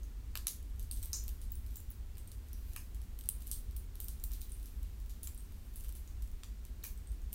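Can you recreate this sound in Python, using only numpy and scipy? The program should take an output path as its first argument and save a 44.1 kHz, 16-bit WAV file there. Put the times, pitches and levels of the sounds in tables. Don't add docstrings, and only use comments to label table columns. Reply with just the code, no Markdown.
import sys
import numpy as np
from scipy import signal
from scipy.fft import rfft, irfft
from scipy.io import wavfile
from scipy.ndimage import uniform_filter1d

SR = 44100
rng = np.random.default_rng(int(sys.argv[2]) if len(sys.argv) > 2 else 0)


def bounce(signal):
    frames = np.transpose(np.atleast_2d(signal))
    limited = np.clip(frames, -1, 1)
    pcm = np.round(limited * 32767).astype(np.int16)
    wavfile.write(sys.argv[1], SR, pcm)


def volts_from_db(level):
    exponent = np.asarray(level, float) / 20
    return 10 ** exponent


N = 323717
BLOW_N = 1800
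BLOW_T = np.arange(BLOW_N) / SR


def rms_one(x):
    return x / np.sqrt(np.mean(x ** 2) + 1e-20)


def in_time(rows):
    s, value = np.transpose(rows)
    return np.interp(np.arange(N) / SR, s, value)


def at_hz(points, hz):
    table_hz, value = np.transpose(points)
    return np.interp(np.log(hz), np.log(table_hz), value)


def band(x, low_hz, high_hz, order=2):
    edges = [low_hz, min(high_hz, .45 * SR)]
    return signal.sosfilt(signal.butter(order, edges, "band", fs=SR, output="sos"), x)


def dip(x, hz, sharpness, depth):
    peak = signal.lfilter(*signal.iirpeak(hz, sharpness, fs=SR), x)
    return x - np.clip(depth, 0, 1) * peak


def steady(spectrum):
    hz = np.maximum(np.fft.rfftfreq(N, 1 / SR), 1)
    white = rfft(rng.standard_normal(N))
    return rms_one(irfft(white * volts_from_db(at_hz(spectrum, hz)), N))


# t/s, level/dB
RUMBLE_SWELL = [(0, -44), (.7, -43), (1.0, -41), (1.4, -43), (1.62, -41.5), (1.9, -44), (4.3, -42.5),
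                (4.6, -44.5), (5.1, -42.5), (5.9, -43.5), (6.4, -43), (6.6, -45), (7.25, -40.5),
                (7.34, -45.5)]
# f/Hz, density/dB per Hz
RUMBLE_COLOUR = [(8, -12.5), (15, -16.5), (24, 3), (31, -3.5), (40, -0.5), (50, 4.5), (62, 0), (79, -7.5),
                 (99, -12), (120, -40), (170, -37), (300, -87)]


def ventilation():
    return volts_from_db(in_time(RUMBLE_SWELL)) * steady(RUMBLE_COLOUR)


# f/Hz, density/dB per Hz
AIR_COLOUR = [(65, -54), (110, -5), (141, -9.5), (224, -8.5), (348, -16), (404, -17), (576, -25),
              (1250, -27.5), (4140, -31.5), (4890, -32.5), (8610, -33), (10400, -33.5), (11300, -34.5),
              (15200, -32.5), (16500, -38)]


def air_and_hiss():
    return volts_from_db(-61.5) * steady(AIR_COLOUR)


# t/s, level/dB
HANDLING = [(0.0, -83), (0.8, -76), (1.04, -54), (1.29, -53), (1.47, -71), (1.71, -57.5), (1.95, -79),
            (2.3, -69), (2.7, -52.5), (3.02, -71), (3.5, -51.5), (3.8, -78), (4.03, -59), (4.6, -57.5),
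            (5.2, -66), (5.87, -58), (6.25, -70), (7.34, -77)]
# f/Hz, level/dB, t60/s
SMALL_LINKS = [(4100, -8, .004), (6100, -8, .004), (7300, -8, .004), (8450, -12, .01), (9400, -4, .006),
               (11500, 0, .004), (12600, -1, .004), (13700, 0, .004), (15300, -2, .006)]


def chatter(per_s, spread_db):
    sizes = volts_from_db(spread_db * np.minimum(rng.exponential(1, N), 3)) * rng.choice([-1, 1], N)
    touches = sizes * (rng.random(N) < per_s / SR) + 1e-18
    wash = volts_from_db(-5.0) * band(touches, low_hz=7100, high_hz=15800)
    wash = wash + volts_from_db(3.5) * band(touches, low_hz=1500, high_hz=5900)
    for hz, level_db, t60 in SMALL_LINKS:
        decay = volts_from_db(-60 / (t60 * SR))
        turn = 2 * np.pi * hz / SR
        struck = touches * rng.standard_normal(N)
        gain = volts_from_db(level_db - 10.0) * np.sin(turn)
        wash = wash + signal.lfilter([0, gain], [1, -2 * decay * np.cos(turn), decay ** 2], struck)
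    return volts_from_db(in_time(HANDLING) - 14.5) * rms_one(wash)


# f/Hz, t60/s
ROOM_T60 = [(1000, 0.22), (2600, 0.25), (7000, 0.27), (15000, 0.28)]


def room_tail(size):
    t = np.arange(size) / SR
    tail = np.zeros(size)
    for hz in 600 * 2. ** np.arange(6):
        octave = band(rng.standard_normal(size), hz / np.sqrt(2), hz * np.sqrt(2))
        tail += octave * volts_from_db(-60 * t / at_hz(ROOM_T60, hz))
    tail = tail * (1 - np.exp(-(t / 0.0048) ** 2))
    return tail / np.sqrt(np.sum(tail ** 2))


# delay t/s, level/dB
ECHOES = [
    (.003, -15),
    (.0007, -13),
    (.0016, -13),
    (.0095, -17),
]


def near_echoes(x):
    return x + sum(volts_from_db(db) * np.roll(x, round(s * SR)) for s, db in ECHOES)


def contact(rebound_db, t60):
    touch = volts_from_db(rebound_db - 60 * BLOW_T / t60) * rng.standard_normal(BLOW_N)
    touch[0] = 1
    return touch


def ring(hz, t60):
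    mode = volts_from_db(-60 * BLOW_T / t60) * np.sin(2 * np.pi * hz * BLOW_T)
    return band(mode, low_hz=.75 * hz, high_hz=1.35 * hz, order=3)


def add(direct, feed, s, sound, radiated, room_db):
    at = slice(round(s * SR), round(s * SR) + BLOW_N)
    direct[at] += sound
    feed[at] += volts_from_db(room_db + 19.5) * radiated


# t/s, level/dB
BLADE = [
    (0.912, -46),
    (1.0281, -58),
    (1.4165, -54),
    (2.181, -52),
    (3.19, -54),
    (3.2893, -41),
    (4.0024, -48),
    (4.0837, -49),
    (4.5185, -50),
    (7.0722, -53),
]


def clasp_blade(direct, feed):
    for s, level_db in BLADE:
        blade = volts_from_db(level_db) * ring(hz=8470, t60=0.022)
        add(direct, feed, s, blade, blade, room_db=-18.5)


# t/s, level/dB, f/Hz, t60/s, room share/dB
PLATES = [(.3547, -47, 1750, .008, -24), (.3547, -44, 4520, .004, -23), (.3742, -33, 8300, .003, -27),
          (.3547, -44, 6100, .003, -22), (.4698, -40, 2500, .003, -27), (.4698, -39, 3940, .006, -24),
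          (.4698, -44, 5800, .02, -23), (.4816, -41, 6800, .01, -20), (.4698, -40, 8050, .006, -22),
          (1.1312, -41, 4040, .007, -17), (1.1325, -30, 6050, .012, -16), (1.1312, -38, 8100, .007, -15),
          (2.7629, -46, 1300, .01, -24), (2.7629, -47, 1890, .01, -21), (2.7629, -43, 2570, .012, -20),
          (2.7629, -46, 5300, .005, -16), (2.7629, -44, 6400, .006, -20), (3.516, -50, 3370, .02, -20),
          (3.5142, -40, 8200, .012, -20), (3.516, -54, 4300, .006, -22), (4.2483, -43, 12100, .006, -24),
          (4.364, -55, 4100, .012, -26), (4.422, -60, 3900, .008, -16), (4.497, -54, 9600, .012, -22),
          (4.505, -53, 9500, .008, -24), (4.5195, -49, 9500, .015, -16), (5.2314, -49, 6700, .012, -20),
          (5.2314, -57, 3700, .012, -18), (5.101, -53, 7000, .008, -20), (6.849, -53, 1900, .008, -24),
          (6.853, -57, 2800, .02, -22), (6.8413, -47, 6300, .008, -20), (.7958, -50, 6200, .005, -22),
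          (1.273, -53, 8450, .015, -22), (1.2875, -52, 6800, .005, -18), (1.2865, -49, 13800, .004, -20),
          (2.2755, -53, 8700, .03, -18), (6.85, -45, 15400, .006, -20), (1.5215, -51, 7300, .006, -24),
          (6.0815, -55, 6300, .005, -14)]


def plates(direct, feed):
    for s, level_db, hz, t60, room_db in PLATES:
        plate = volts_from_db(level_db) * ring(hz, t60)
        add(direct, feed, s, plate, plate, room_db)


# t/s, level/dB, f/Hz, room share/dB
PARTS = [(0.3545, -29, 2920, -30), (.3547, -39, 5170, -24), (.3547, -40, 500, -35),
         (0.4696, -24, 13000, -22), (0.4696, -23, 10830, -26), (0.912, -39, 4630, -35),
         (1.1313, -24.5, 5530, -22), (1.1312, -30, 6860, -8.5), (1.1314, -34, 10200, -26),
         (1.5192, -26, 15800, -29), (1.7565, -42, 7270, -15.5), (1.9037, -38, 15500, -23),
         (2.531, -49, 5800, -15), (2.7612, -42, 2880, -23), (3.289, -40, 6100, -28),
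         (3.2898, -39.5, 4060, -34), (3.2891, -20, 13500, -46), (3.2891, -21, 9370, -32),
         (3.5142, -45, 5700, -26), (3.5158, -29, 8700, -24), (4.2397, -32.5, 8470, -29),
         (4.4147, -53, 3940, -12), (5.271, -54, 2780, -18), (6.829, -46, 3900, -30),
         (6.8361, -47, 6240, -21), (6.8405, -42.5, 2360, -17), (6.8397, -47, 6400, -19),
         (6.8397, -34, 12800, -16), (7.3294, -45.5, 3400, -25), (7.33, -34, 14500, -14)]


def small_parts(direct, feed):
    for s, level_db, hz, room_db in PARTS:
        part = volts_from_db(level_db) * ring(hz, t60=0.0047)
        add(direct, feed, s, part, part, room_db)


# t/s, level/dB, room share/dB
THUDS = [(0.3547, -40, -22.5), (0.3742, -55, -28), (0.4693, -43.5, -24.5), (0.4813, -60, -17),
         (0.914, -64, -14), (1.028, -60.5, -11.5), (1.1312, -56, -13), (2.171, -61, -23),
         (2.7629, -46.5, -21), (3.5142, -56.5, -20), (4.0025, -60.5, -24), (4.0837, -62, -15),
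         (4.2391, -62, -18), (4.311, -60, -15), (4.4163, -76, -26), (5.273, -55, -17.5),
         (5.8458, -59.5, -16.5), (5.891, -62, -18), (6.4343, -47, -25), (6.444, -65, -23),
         (6.8397, -50.5, -16.5)]


def case_thuds(direct, feed):
    case_hz = 1870
    for s, thud_db, room_db in THUDS:
        case = band(contact(rebound_db=-24, t60=.006), low_hz=.4 * case_hz, high_hz=2.1 * case_hz)
        case = volts_from_db(thud_db + 25) * case
        add(direct, feed, s, case, case, room_db)


# f/Hz, t60/s
RING_T60 = [(4000, .004), (6200, .005), (7300, .006), (8450, .016), (9400, .007), (11000, .004),
            (13500, .003), (15300, .005)]
# t/s, crack level/dB, link f/Hz, clasp body/dB, room share/dB
FITTING_KNOCKS = [(0.3543, -33, 13700, -9.5, -20), (0.3737, -33, 12700, -9, -26),
                  (0.4696, -24.5, 10940, -14, -17), (0.4816, -30, 6400, -12, -22),
                  (0.7955, -42.5, 13200, -13.5, -16.5), (0.9127, -32, 9300, -16, -19),
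                  (0.9222, -39, 8470, -24, -13), (0.964, -47.5, 13500, -11, -10.5),
                  (1.0284, -37, 8370, -15, -15), (1.033, -38, 14100, -21, -19),
                  (1.0575, -39, 14000, -22, -31), (1.1311, -27, 6470, -28, -21),
                  (1.239, -44, 13500, -17, -31), (1.2805, -36.5, 13400, -14.5, -21),
                  (1.2916, -41, 14300, -17, -29), (1.416, -46.5, 9650, -13, -13.5),
                  (1.5192, -49.5, 15800, -18, -13.5), (1.5544, -43.5, 8970, -21, -18),
                  (1.757, -45, 15500, -22, -20), (1.9037, -52, 15600, -22, -20),
                  (2.3173, -44, 10700, -12.5, -17.5), (2.531, -39.5, 12700, -23, -25)]
# t/s, crack level/dB, link f/Hz, clasp body/dB, room share/dB
TURNING_KNOCKS = [(2.7341, -45, 11000, -14, -36), (2.7629, -33.5, 11900, -17, -17.5),
                  (3.1896, -41, 13600, -17, -20), (3.2105, -44.5, 14500, -12, -25),
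                  (3.2891, -25.5, 9370, -20, -23), (3.4222, -44.5, 11610, -16, -25),
                  (3.4704, -39, 13370, -22, -21), (3.4768, -39, 9500, -17, -21),
                  (3.5142, -26, 11800, -18, -16), (3.7649, -38, 14900, -19, -21),
                  (3.7674, -41, 9200, -24, -16.5), (3.9552, -45, 12000, -14.5, -19),
                  (4.0023, -32, 14400, -20, -18), (4.0434, -38, 14400, -26, -21),
                  (4.0837, -33, 12300, -15.5, -19), (4.2391, -30, 15100, -21, -21.5),
                  (4.2483, -49, 14700, -20, -22), (4.329, -46, 13500, -12.5, -10),
                  (4.3347, -42, 14500, -14, -19), (4.4163, -38.5, 15000, -13.5, -18),
                  (4.5195, -44, 9500, -17, -19), (4.6583, -46, 12500, -14.5, -14)]
# t/s, crack level/dB, link f/Hz, clasp body/dB, room share/dB
SHOWING_KNOCKS = [(5.0961, -47, 13630, -10, -14), (5.2312, -37, 9650, -21.5, -11.5),
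                  (5.273, -37.5, 7330, -10.5, -23), (5.347, -46, 11330, -22, -19),
                  (5.377, -45.5, 8440, -22, -13.5), (5.7586, -39.5, 10100, -23, -13),
                  (5.808, -43, 13540, -17, -22), (5.8457, -47, 13650, -16, -20),
                  (5.8914, -42, 11460, -17, -24), (5.9245, -48, 13700, -15, -31),
                  (5.9522, -43, 10100, -20, -12), (6.435, -47.5, 12100, -1.5, -20.5),
                  (6.6513, -45.5, 11600, -8.5, -24), (6.8397, -35, 15000, -11, -15),
                  (7.3294, -33.5, 12300, -22, -14)]
# t/s, crack level/dB, link f/Hz
EARLY_TICKS = [(0.033, -47.5, 6500), (0.628, -52, 11800), (0.6986, -57, 13310), (0.76, -56, 13850),
               (0.828, -45, 12550), (0.9934, -50, 14000), (1.0194, -46, 15310), (1.506, -51, 11000),
               (1.6641, -46.5, 14470), (1.7075, -51, 12500), (1.7424, -56, 12580), (2.154, -56, 5000),
               (1.92, -47.5, 10830), (2.1708, -48, 11900), (2.182, -45.5, 14600), (2.275, -48, 14000),
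               (2.486, -54, 12830), (2.7524, -54, 11630), (2.9464, -48, 11800), (2.9546, -55, 15290),
               (3.017, -48, 10060), (3.0377, -54, 12420), (3.2385, -46, 8400), (3.258, -45, 11500),
               (3.4066, -49, 13650), (3.419, -48, 14130), (3.4666, -52, 9860), (3.7105, -49.5, 13600)]
# t/s, crack level/dB, link f/Hz
LATE_TICKS = [(4.199, -51, 7100), (4.3105, -54, 5540), (4.318, -42, 14320), (4.495, -47, 9500),
              (4.5975, -53, 11740), (4.6288, -45.5, 9600), (4.8303, -47.5, 11480), (5.001, -52, 11800),
              (5.061, -53, 15200), (5.108, -53, 9000), (5.4057, -52, 8400), (5.522, -51.5, 13000),
              (5.74, -50, 11800), (5.8, -47, 9300), (5.8391, -45, 13630), (5.8846, -46, 14500),
              (6.076, -48.5, 6900), (6.2222, -47, 11400), (6.226, -49, 13800), (6.2758, -52, 11500),
              (6.316, -54, 14200), (6.444, -48, 7150), (6.6676, -54, 9170), (6.9758, -50.5, 8100),
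              (7.073, -51, 8240), (7.1184, -50, 8900), (7.218, -54.5, 6610), (7.3234, -51, 8770)]
# t/s, crack level/dB, link f/Hz
REBOUNDS = [(1.046, -50, 15000), (1.166, -42, 12400), (1.7585, -47, 15500), (1.7586, -43.5, 14100),
            (1.769, -42, 15500), (1.803, -49, 12500), (1.913, -49.5, 10700), (4.409, -47, 8660),
            (5.233, -42, 15000), (5.2776, -43, 13600), (5.272, -47, 11600), (5.773, -54, 12000),
            (5.8465, -54, 13200), (6.8362, -48, 13500), (6.8413, -41, 12100), (6.866, -41, 15500)]


def link_knocks(direct, feed):
    impulse = 1. * (BLOW_T == 0)
    even_bright = volts_from_db(12) * band(impulse, low_hz=7630, high_hz=20200, order=6)
    even_clasp = band(impulse, low_hz=3240, high_hz=7030, order=3)
    even_clasp = volts_from_db(25.0) * dip(even_clasp, hz=5060, sharpness=4.5, depth=0.3)

    blows = [(s, db, hz, 1, clasp_db, room_db)
             for s, db, hz, clasp_db, room_db in FITTING_KNOCKS + TURNING_KNOCKS + SHOWING_KNOCKS]
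    blows += [(s, db, hz, -1.5, -15.5, -18) for s, db, hz in EARLY_TICKS + LATE_TICKS]
    blows += [(s, db, hz, 4, -19, -18.5) for s, db, hz in REBOUNDS]

    for s, crack_db, ring_hz, ring_db, clasp_db, room_db in blows:
        touch = contact(rebound_db=-12, t60=.006)
        bright = volts_from_db(9.5) * band(touch, low_hz=8100, high_hz=18700, order=6)
        clasp = volts_from_db(clasp_db + 22.5) * band(touch, low_hz=2900, high_hz=8100, order=3)
        t60 = at_hz(RING_T60, ring_hz)
        link = volts_from_db(ring_db + 3) * np.sqrt(0.0047 / t60) * ring(ring_hz, t60)
        sound = bright + clasp + link
        radiated = even_bright + volts_from_db(clasp_db) * even_clasp + volts_from_db(-7.5) * link
        add(direct, feed, s, volts_from_db(crack_db) * sound, volts_from_db(crack_db) * radiated, room_db)


def scene():
    background = ventilation() + air_and_hiss()
    small = chatter(per_s=1000.0, spread_db=-2.0)
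    direct, feed = np.zeros((2, N + BLOW_N))
    for source in (clasp_blade, plates, small_parts, case_thuds, link_knocks):
        source(direct, feed)
    direct, feed = direct[:N], feed[:N]
    room = signal.fftconvolve(feed + volts_from_db(2.5) * small, room_tail(size=16000))[:N]
    return (near_echoes(direct) + room + small + background)[None]


def top_cut(x):
    return signal.sosfilt(signal.butter(12, 16960, fs=SR, output="sos"), x)


def record(dry):
    dipped = dip(dry, hz=10340, sharpness=20.0, depth=0.48)
    stepped = signal.sosfilt(signal.cheby2(18, 32, 15960, fs=SR, output="sos"), dipped)
    top = band(dipped, low_hz=15950, high_hz=17500, order=8)
    sudden = uniform_filter1d(top ** 2, size=100) > volts_from_db(16) * uniform_filter1d(top ** 2, size=2000)
    stepped = stepped + volts_from_db(-5) * uniform_filter1d(sudden * 1., size=60) * top
    mix = signal.sosfilt(signal.cheby2(14, 70, 17000, fs=SR, output="sos"), stepped)
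    return top_cut(mix)


dry = scene()
out = record(dry)
bounce(out)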